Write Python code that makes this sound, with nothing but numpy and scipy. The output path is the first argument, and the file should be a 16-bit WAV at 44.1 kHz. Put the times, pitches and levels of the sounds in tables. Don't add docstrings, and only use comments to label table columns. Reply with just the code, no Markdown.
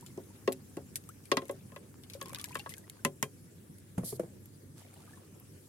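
import sys
import numpy as np
from scipy import signal
from scipy.fft import rfft, irfft
from scipy.io import wavfile
from scipy.ndimage import uniform_filter1d

SR = 44100
rng = np.random.default_rng(int(sys.argv[2]) if len(sys.argv) > 2 else 0)


def store_wav(level_fs):
    pcm = np.round(np.clip(np.atleast_2d(level_fs), -1, 1) * 32767)
    wavfile.write(sys.argv[1], SR, pcm.T.astype(np.int16))


N = 250488
TIME = np.arange(N) / SR
AGE = np.arange(11000) / SR


def undb(db):
    return 10 ** (np.asarray(db) / 20)


def level(x, db):
    return x * undb(db) / np.sqrt(np.mean(x ** 2))


def loudest(x, db, span):
    power = np.mean(x ** 2, axis=0)
    window = max(int(span * SR), 2)
    return x * undb(db) / np.sqrt(uniform_filter1d(power, window, mode="constant").max())


def pan(db):
    return undb(np.array([[db], [-db]]) / 2)


def fade(t60):
    return np.exp(-np.log(1000) * AGE / max(t60, .002))


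def swell(rise):
    return 1 - np.exp(-AGE / max(rise, 1e-5))


def curve(rows):
    return undb(np.interp(TIME, *np.transpose(rows), left=-np.inf, right=-np.inf))


def over_hz(rows, n):
    hz, value = np.transpose(rows)
    return np.interp(np.log(np.fft.rfftfreq(n, 1 / SR) + 1), np.log(hz), value)


def colour(x, rows):
    n = x.shape[-1]
    return irfft(rfft(x) * undb(over_hz(rows, n)), n)


def band(x, lo_hz, hi_hz, order=3):
    sos = signal.butter(order, [lo_hz, min(hi_hz, .48 * SR)], "band", fs=SR, output="sos")
    return signal.sosfilt(sos, x)


# frequency in Hz, left-right correlation.
LIKENESS = [(60, 0.46), (130, 0.95), (300, 0.66), (700, 0.19), (1400, 0), (16000, 0)]


def noise(n):
    mid, side = rfft(rng.standard_normal((2, n)))
    alike = np.clip(over_hz(LIKENESS, n), -1, 1)
    shared = mid * np.sqrt((1 + alike) / 2)
    opposed = side * np.sqrt((1 - alike) / 2) * np.array([[1], [-1]])
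    return irfft(shared + opposed, n)


def walk(rate):
    k = int(SR / rate)
    steps = np.repeat(rng.standard_normal(N // k + 1), k)
    return 1.3 * uniform_filter1d(uniform_filter1d(steps, k), k)[:N]


def ring(hz, t60, rise=0):
    apart = min(hz / 1600, 2) * rng.normal(1.0, 1.0) * np.array([[1], [-1]]) / 2
    cycles = hz * (AGE + rise * AGE ** 2 / 2)
    return np.sin(2 * np.pi * cycles + apart) * fade(t60)


def struck(modes, scatter_db):
    out = 0
    for hz, db, t60 in modes:
        weight = rng.choice([-1, 1]) * undb(db + scatter_db * rng.standard_normal())
        out = out + weight * ring(hz * rng.normal(1, 0.022), t60)
    return out


def grains(rate, spread_db):
    size = undb(spread_db * np.minimum(rng.exponential(size=N), 4))
    return (rng.random(N) < rate / SR) * size * rng.standard_normal((2, N))


def droplets(lo_hz, hi_hz, cycles, spread_db, count):
    out = np.zeros((2, N))
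    for when, pitch, size, left, right in rng.random((count, 5)):
        hz = lo_hz * (hi_hz / lo_hz) ** pitch
        turn = np.arange(int(cycles / hz * SR) + 2) * hz / SR
        tone = np.sin(2 * np.pi * (turn + np.array([[left], [right]]) / 2))
        ping = tone * np.exp(-np.log(1000) * turn / cycles) * np.minimum(turn, 1)
        add(out, when * N / SR, undb(spread_db * size ** 2) * ping)
    return level(out, 0)


def add(out, s, x):
    n = out.shape[1]
    i = int(np.clip(s * SR, 0, n - 1))
    out[:, i:i + x.shape[1]] += x[:, :n - i]


# start in seconds, nominal clack level in dB,
# clack centre in Hz, brightness in dB, thud pitch in Hz, nominal thud level in dB.
KNOCKS = [(0.1748, -56, 2200, 9.5, 374, -35.5), (0.476, -29.5, 2850, -4.5, 402, -21),
          (0.7686, -47.5, 2810, 6.5, 346, -34), (1.3162, -21, 3370, -1.5, 370, -23.5),
          (1.3698, -24.5, 3060, -0.5, 273, -30), (1.4186, -47.5, 2400, -2, 360, -41),
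          (1.494, -40, 2220, -0.5, 524, -31), (1.719, -53, 2300, -2, 245, -47.5),
          (1.7615, -42.5, 2320, -3, 567, -46.5), (2.213, -36, 3130, 4.5, 373, -45.5),
          (2.5539, -30, 2240, -1, 449, -41.5), (2.66, -45.5, 2570, -34, 510, -50),
          (3.049, -21, 1970, 5, 242, -28.5), (3.2269, -22.5, 1720, 6.5, 216, -33.5)]
# frequency in Hz, mean level in dB, t60 in seconds.
BUCKET = [(146, -5.5, 0.25), (261, -10, 0.28), (379.1, -2, 0.19), (431.8, -3, 0.16), (542.6, -0.5, 0.13),
          (626, 2.5, 0.026), (939, -2, 0.024), (1057, 2, 0.042), (1072, -4.5, 0.081), (1630, -2, 0.06),
          (1838, 3, 0.023), (2005, -4, 0.055), (2374, -21.5, 0.11), (2650, -7, 0.05), (3260, -17.5, 0.11),
          (3355, -20, 0.05), (3860, -26.5, 0.12), (5900, -2, 0.0094), (6470, 4.5, 0.018)]
WALL_DB, TICK_DB = -2.5, -9
WALL_LOSS = 0.32
KNOCK_PAN_DB = 2
CLACK_OCTAVES, CLACK_RISE_S = 1.38, 0.00056


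def knocks():
    out, half_width = np.zeros((2, N)), 2 ** (CLACK_OCTAVES / 2)
    for s, clack_db, clack_hz, bright_db, thud_hz, thud_db in KNOCKS:
        wall_db = clack_db + WALL_DB - WALL_LOSS * bright_db
        tick_db = clack_db + TICK_DB + bright_db
        modes, dense = struck(BUCKET, scatter_db=3.0), noise(len(AGE))

        body = modes + undb(12.5) * ring(thud_hz, 0.048) + undb(15.5) * dense * fade(0.11)
        thud = band(body, 0.52 * thud_hz, 823, order=4) * swell(0.0022)

        wall = band(modes + undb(6.5) * dense * fade(0.055), 790, 1337) * swell(0.0042)

        plastic = modes + undb(0.5) * dense * (fade(0.068) + 2 * fade(0.035))
        clack = band(plastic, clack_hz / half_width, clack_hz * half_width) * swell(CLACK_RISE_S)

        blade = modes + undb(13.5) * dense * (fade(0.01) + undb(-13.5) * fade(0.082))
        tick = band(blade, 5270, 12500, order=2)

        hit = loudest(wall, wall_db, 0.0024)
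        hit = hit + loudest(clack, clack_db - 6, 0.008)
        hit = hit + loudest(tick, tick_db, 0.0031)
        add(out, s, hit * pan(KNOCK_PAN_DB))
        add(out, s + 0.001934, loudest(thud, thud_db - 0.5, 0.0083) * pan(KNOCK_PAN_DB / 2))
    return out


# start in seconds, slap level in dB, spray level in dB, t60 in seconds.
SPLASHES = [(0.063, -50.5, -47.5, 0.1), (0.522, -39.5, -35.5, 0.042), (0.527, -42.5, -34, 0.024),
            (0.957, -34.5, -28, 0.06), (1.09, -56, -42.5, 0.034), (1.255, -55, -49, 0.08),
            (1.511, -59, -44, 0.06), (2.036, -49, -52.5, 0.059), (2.099, -44.5, -47, 0.068),
            (2.135, -45.5, -44, 0.093), (2.258, -46.5, -46.5, 0.037), (2.347, -33.5, -37, 0.028),
            (2.397, -41, -45, 0.093), (2.442, -33.5, -32.5, 0.023), (2.494, -54, -50, 0.018),
            (2.595, -37.5, -46, 0.072), (2.693, -47, -41, 0.17), (2.739, -39.5, -44.5, 0.015),
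            (2.781, -58, -43, 0.056), (2.898, -42, -40.5, 0.02)]
DROPLET_HZ, DROPLET_TOP_HZ = 5190, 10800
DROPLET_OCTAVES_PER_DB = 0.15


def splashes(count=9):
    out, bucket = np.zeros((2, N)), struck(BUCKET, scatter_db=2)
    for s, slap_db, spray_db, t60 in list(SPLASHES) + strays(count=24):
        hz = min(DROPLET_HZ * 2 ** (DROPLET_OCTAVES_PER_DB * (spray_db - slap_db)), DROPLET_TOP_HZ)
        burst = noise(len(AGE)) * (undb(5.5) * fade(t60) + undb(13.0) * fade(0.0033))
        burst = burst + undb(3) * ring(hz, .5 * t60, rise=1.9)
        for when, pitch, size in rng.random((count, 3)):
            bubble_hz = 1400 * 9 ** pitch
            bubble = ring(bubble_hz, 1.74 / np.sqrt(bubble_hz), rise=4.4)
            add(burst, .4 * t60 * when, undb(-0.5 - 5.8 * size - 10 * when) * bubble)
        slap = band(burst + undb(-26.0) * bucket, 2100, 5340, order=2)
        slap = loudest(slap, slap_db, 0.00081)
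        spray = loudest(band(burst, 6950, 13000), spray_db, 0.0013)
        add(out, s, slap * pan(2.2) + spray * pan(4.1))
    return out


STRAY_SLAP_DB, STRAY_SPRAY_DB, STRAY_SCATTER_DB = 9.5, 16.5, 4
STRAY_T60_S = 0.03


def strays(count):
    times, stir_db = stirred(count)
    slap_db, spray_db = stir_db + STRAY_SCATTER_DB * rng.standard_normal((count, 2)).T
    t60 = np.full(count, STRAY_T60_S)
    return list(zip(times, slap_db + STRAY_SLAP_DB, spray_db + STRAY_SPRAY_DB, t60))


# start in seconds, # nominal level in dB, starting pitch in Hz, rise in shares of that pitch per second.
RISING_TONES = [(1.091, -50, 1185, 16), (1.503, -39.5, 530.0, 4.1), (2.151, -44.5, 533, 2),
                (2.257, -50, 1033, 1.7), (2.324, -51.5, 540, 1.5), (2.451, -50.5, 1630.0, 3),
                (2.527, -49, 2310, 26), (2.6, -44, 2730, 1.9), (2.72, -49, 1980, 2.9), (5.134, -56, 1720, 1.8),
                (5.173, -58.5, 1050, 2.6)]
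DRIP_START_S, DRIP_SPAN_S, DRIP_DB = 4.8, 0.48, -58.5


def bubbles():
    out = np.zeros((2, N))
    times, stir_db = stirred(count=70)
    shed = small_bubbles(times, stir_db + SMALL_BUBBLE_DB)
    drips = small_bubbles(DRIP_START_S + DRIP_SPAN_S * rng.random(size=9), DRIP_DB)
    for s, db, hz, rise in list(RISING_TONES) + shed + drips:
        bubble = ring(hz, 2 / np.sqrt(hz), rise) * swell(0.00049)
        add(out, s, undb(db + 6.0) * bubble * pan(5.5))
    return out


SMALL_BUBBLE_HZ, SMALL_BUBBLE_OCTAVES, SMALL_BUBBLE_RISE_PER_S = 804, 2.2, 6.1
SMALL_BUBBLE_DB, SMALL_BUBBLE_SPREAD_DB = 11, 15.5


def small_bubbles(times, top_db):
    size, pitch, climb = rng.random((len(times), 3)).T
    hz = SMALL_BUBBLE_HZ * 2 ** (SMALL_BUBBLE_OCTAVES * pitch)
    db = top_db - SMALL_BUBBLE_SPREAD_DB * size
    return list(zip(times, db, hz, SMALL_BUBBLE_RISE_PER_S * climb ** 2))


# time in seconds, level in dB.
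STIR = [(0.0, -67.5), (0.26, -71), (1.09, -73.5), (1.46, -66), (1.55, -68.5), (1.82, -73.5), (2.08, -72),
        (2.3, -61.5), (2.55, -61.5), (2.7, -68.5), (2.84, -71), (3.1, -72.5)]
GURGLE_DB, FIZZ_DB, SWISH_DB, RUB_DB = -4.5, -7, -6, -6.5


def swirl():
    gurgle = undb(GURGLE_DB) * droplets(600, 4070, cycles=22, spread_db=16, count=2800)
    fizz = undb(FIZZ_DB) * droplets(4500, 14000, cycles=28, spread_db=14, count=3000)
    swish = band(noise(N), 400, 2400, order=2) * undb(4.5 * walk(60))
    rub = band(grains(200, spread_db=14.5), 780, 1310, order=1)
    water = gurgle + fizz * pan(0.76) + level(swish, SWISH_DB)
    return (water + level(rub, RUB_DB)) * curve(STIR)


def stirred(count):
    effort = np.cumsum(curve(STIR) ** 2)
    share = (np.arange(count) + rng.random(count)) / count
    times = np.interp(share, effort / effort[-1], TIME)
    return times, np.interp(times, *np.transpose(STIR))


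# start in seconds, nominal level in dB, thud pitch in Hz.
THUMPS = [(3.979, -22, 184), (4.032, -34, 179), (4.125, -30.5, 399), (4.195, -23, 343.6), (4.232, -37, 162)]
# frequency in Hz, mean level in dB, t60 in seconds.
BOARD = [(125.2, -11, 0.3), (185, -7, 0.12), (245, -14, 0.18), (333.5, -12, 0.089), (408, -5.5, 0.066),
         (479, -0.5, 0.056), (639, -7.5, 0.038), (1107, -6.5, 0.018)]
# frequency in Hz, gain in dB.
BOARD_CRACK = [(40, -33), (130, -1), (500, 8.5), (1000, -7.5), (2000, -15), (4500, -28), (10000, -16),
               (16000, -33)]


def thumps():
    out = np.zeros((2, N))
    for s, peak_db, hz in THUMPS:
        body = (struck(BOARD, scatter_db=6.0) + ring(hz, 0.089)) * swell(0.0012)
        crack_fade = fade(0.05) + undb(-18) * fade(0.5)
        crack = colour(noise(len(AGE)), BOARD_CRACK) * crack_fade * swell(0.0008)
        add(out, s, loudest(crack, peak_db - 13.5, 0.006))
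        add(out, s + 0.0017, loudest(body, peak_db - 4.5, 0.0064))
    return out


# time in seconds, level in dB.
SLIDE = [(4.036, -74), (4.046, -43), (4.092, -39.5), (4.14, -53), (4.166, -51), (4.186, -82)]
# frequency in Hz, gain in dB.
SLIDE_COLOUR = [(1180, -53), (2000, -25), (2400, -28), (2620, -32), (3090, -20), (4080, -14), (4450, -9.5),
                (5880, -14.5), (11400, -2.5), (16000, -23)]


def slide():
    grit = level(noise(N), 0) + level(grains(4000, spread_db=5), -4)
    return level(colour(grit, SLIDE_COLOUR), 0) * curve(SLIDE) * pan(0.31)


# frequency in Hz, gain in dB.
LEAF_COLOUR = [(250, -11), (450, 2), (800, -12), (1700, -4), (3000, -4), (6000, -3.5), (10000, 0),
               (16000, -14)]
# start in seconds, nominal level in dB.
FLICKS = [(3.784, -52), (4.4575, -49.5), (4.9402, -49.5), (5.3991, -51)]
FLICK_HZ = 10650
LIFT_S, LIFT_ATTACK_S, LIFT_HOLD_S, LIFT_FALL_DB_PER_S, LIFT_DB = 4.75, 0.04, 0.28, 36, -60


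def leaves():
    crackle = droplets(400, 3900, cycles=20, spread_db=9, count=2400)
    rustle = level(colour(grains(2500, spread_db=3.0), LEAF_COLOUR), 0) * undb(2 * walk(35))
    settling = np.maximum(TIME - LIFT_S - LIFT_ATTACK_S - LIFT_HOLD_S, 0)
    attack = np.clip((TIME - LIFT_S) / LIFT_ATTACK_S, 0, 1)
    lift = attack * undb(LIFT_DB - LIFT_FALL_DB_PER_S * settling)
    out = undb(-4.5) * (rustle + crackle) * lift
    for s, peak_db in FLICKS:
        flick = band(noise(len(AGE)), 2700, 22000, order=1) * fade(0.024)
        flick = flick + undb(10.5) * ring(FLICK_HZ * rng.normal(1, .1), 0.018)
        add(out, s, loudest(flick, peak_db - 1, 0.0023))
    return out


# time in seconds, level in dB.
HISS = [(0.0, -66), (1.99, -68.5), (2.45, -64), (2.59, -65), (2.88, -68), (5.28, -69), (5.68, -65.5)]
RUMBLE_WAVER_DB, RUMBLE_WAVERS_PER_S = 1.1, 2.31


def background():
    hiss_db = np.interp(TIME, *np.transpose(HISS))
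    hiss_db = hiss_db - hiss_db.mean()
    rumble_db = RUMBLE_WAVER_DB * walk(RUMBLE_WAVERS_PER_S)
    return rumble_and_hiss(hiss_db, rumble_db) + prickle(hiss_db) + hum(rumble_db)


# frequency in Hz, relative level in dB per Hz.
AIR = [(15, -75), (25, -43), (64, -11.5), (84, -8), (130, -3.5), (344, -11.5), (516, -19.5), (591, -24.5),
       (695, -29.5), (1560, -31.5), (1700, -29.5), (1940, -32.5), (3920, -36), (10100, -29), (16000, -40)]
AIR_DB = -55
# frequency in Hz, left minus right in dB.
AIR_PAN = [(100, -.5), (2400, 0.5), (4400, -0.5), (8100, 0.5), (15000, 8.5)]


def rumble_and_hiss(hiss_db, rumble_db):
    air = colour(noise(N), AIR)
    left = [(hz, db / 2) for hz, db in AIR_PAN]
    right = [(hz, -db / 2) for hz, db in AIR_PAN]
    air = level(np.array([colour(air[0], left), colour(air[1], right)]), AIR_DB)
    spectrum, bins = rfft(air), np.fft.rfftfreq(N, 1 / SR)
    edges = np.r_[0, 300, 700, np.arange(1400, 17000, 900)]
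    out = 0
    for lo, hi in zip(edges, edges[1:]):
        db = 2.2 * walk(45) + hiss_db * min(lo / 6000, 1) + rumble_db * (lo == 0)
        inside = (bins >= lo) & (bins < hi)
        out = out + irfft(spectrum * inside, N) * undb(db)
    return out


def prickle(hiss_db):
    return droplets(7400, 15000, cycles=90, spread_db=33, count=1200) * undb(hiss_db - 79) * pan(3.3)


def hum(rumble_db):
    hz = 97 * (1 + 0.013 * walk(5.3))
    tone = np.sin(2 * np.pi * np.cumsum(hz) / SR)
    return level(tone * undb(1.03 * walk(2.86) + rumble_db), -61.5)


def scene():
    bucket = knocks() + splashes() + bubbles() + swirl()
    return bucket + thumps() + slide() + leaves() + background()


TOP_HZ = 16100


def record(dry):
    return signal.sosfilt(signal.ellip(10, .2, 70, TOP_HZ, fs=SR, output="sos"), dry)


dry = scene()
out = record(dry)
store_wav(out)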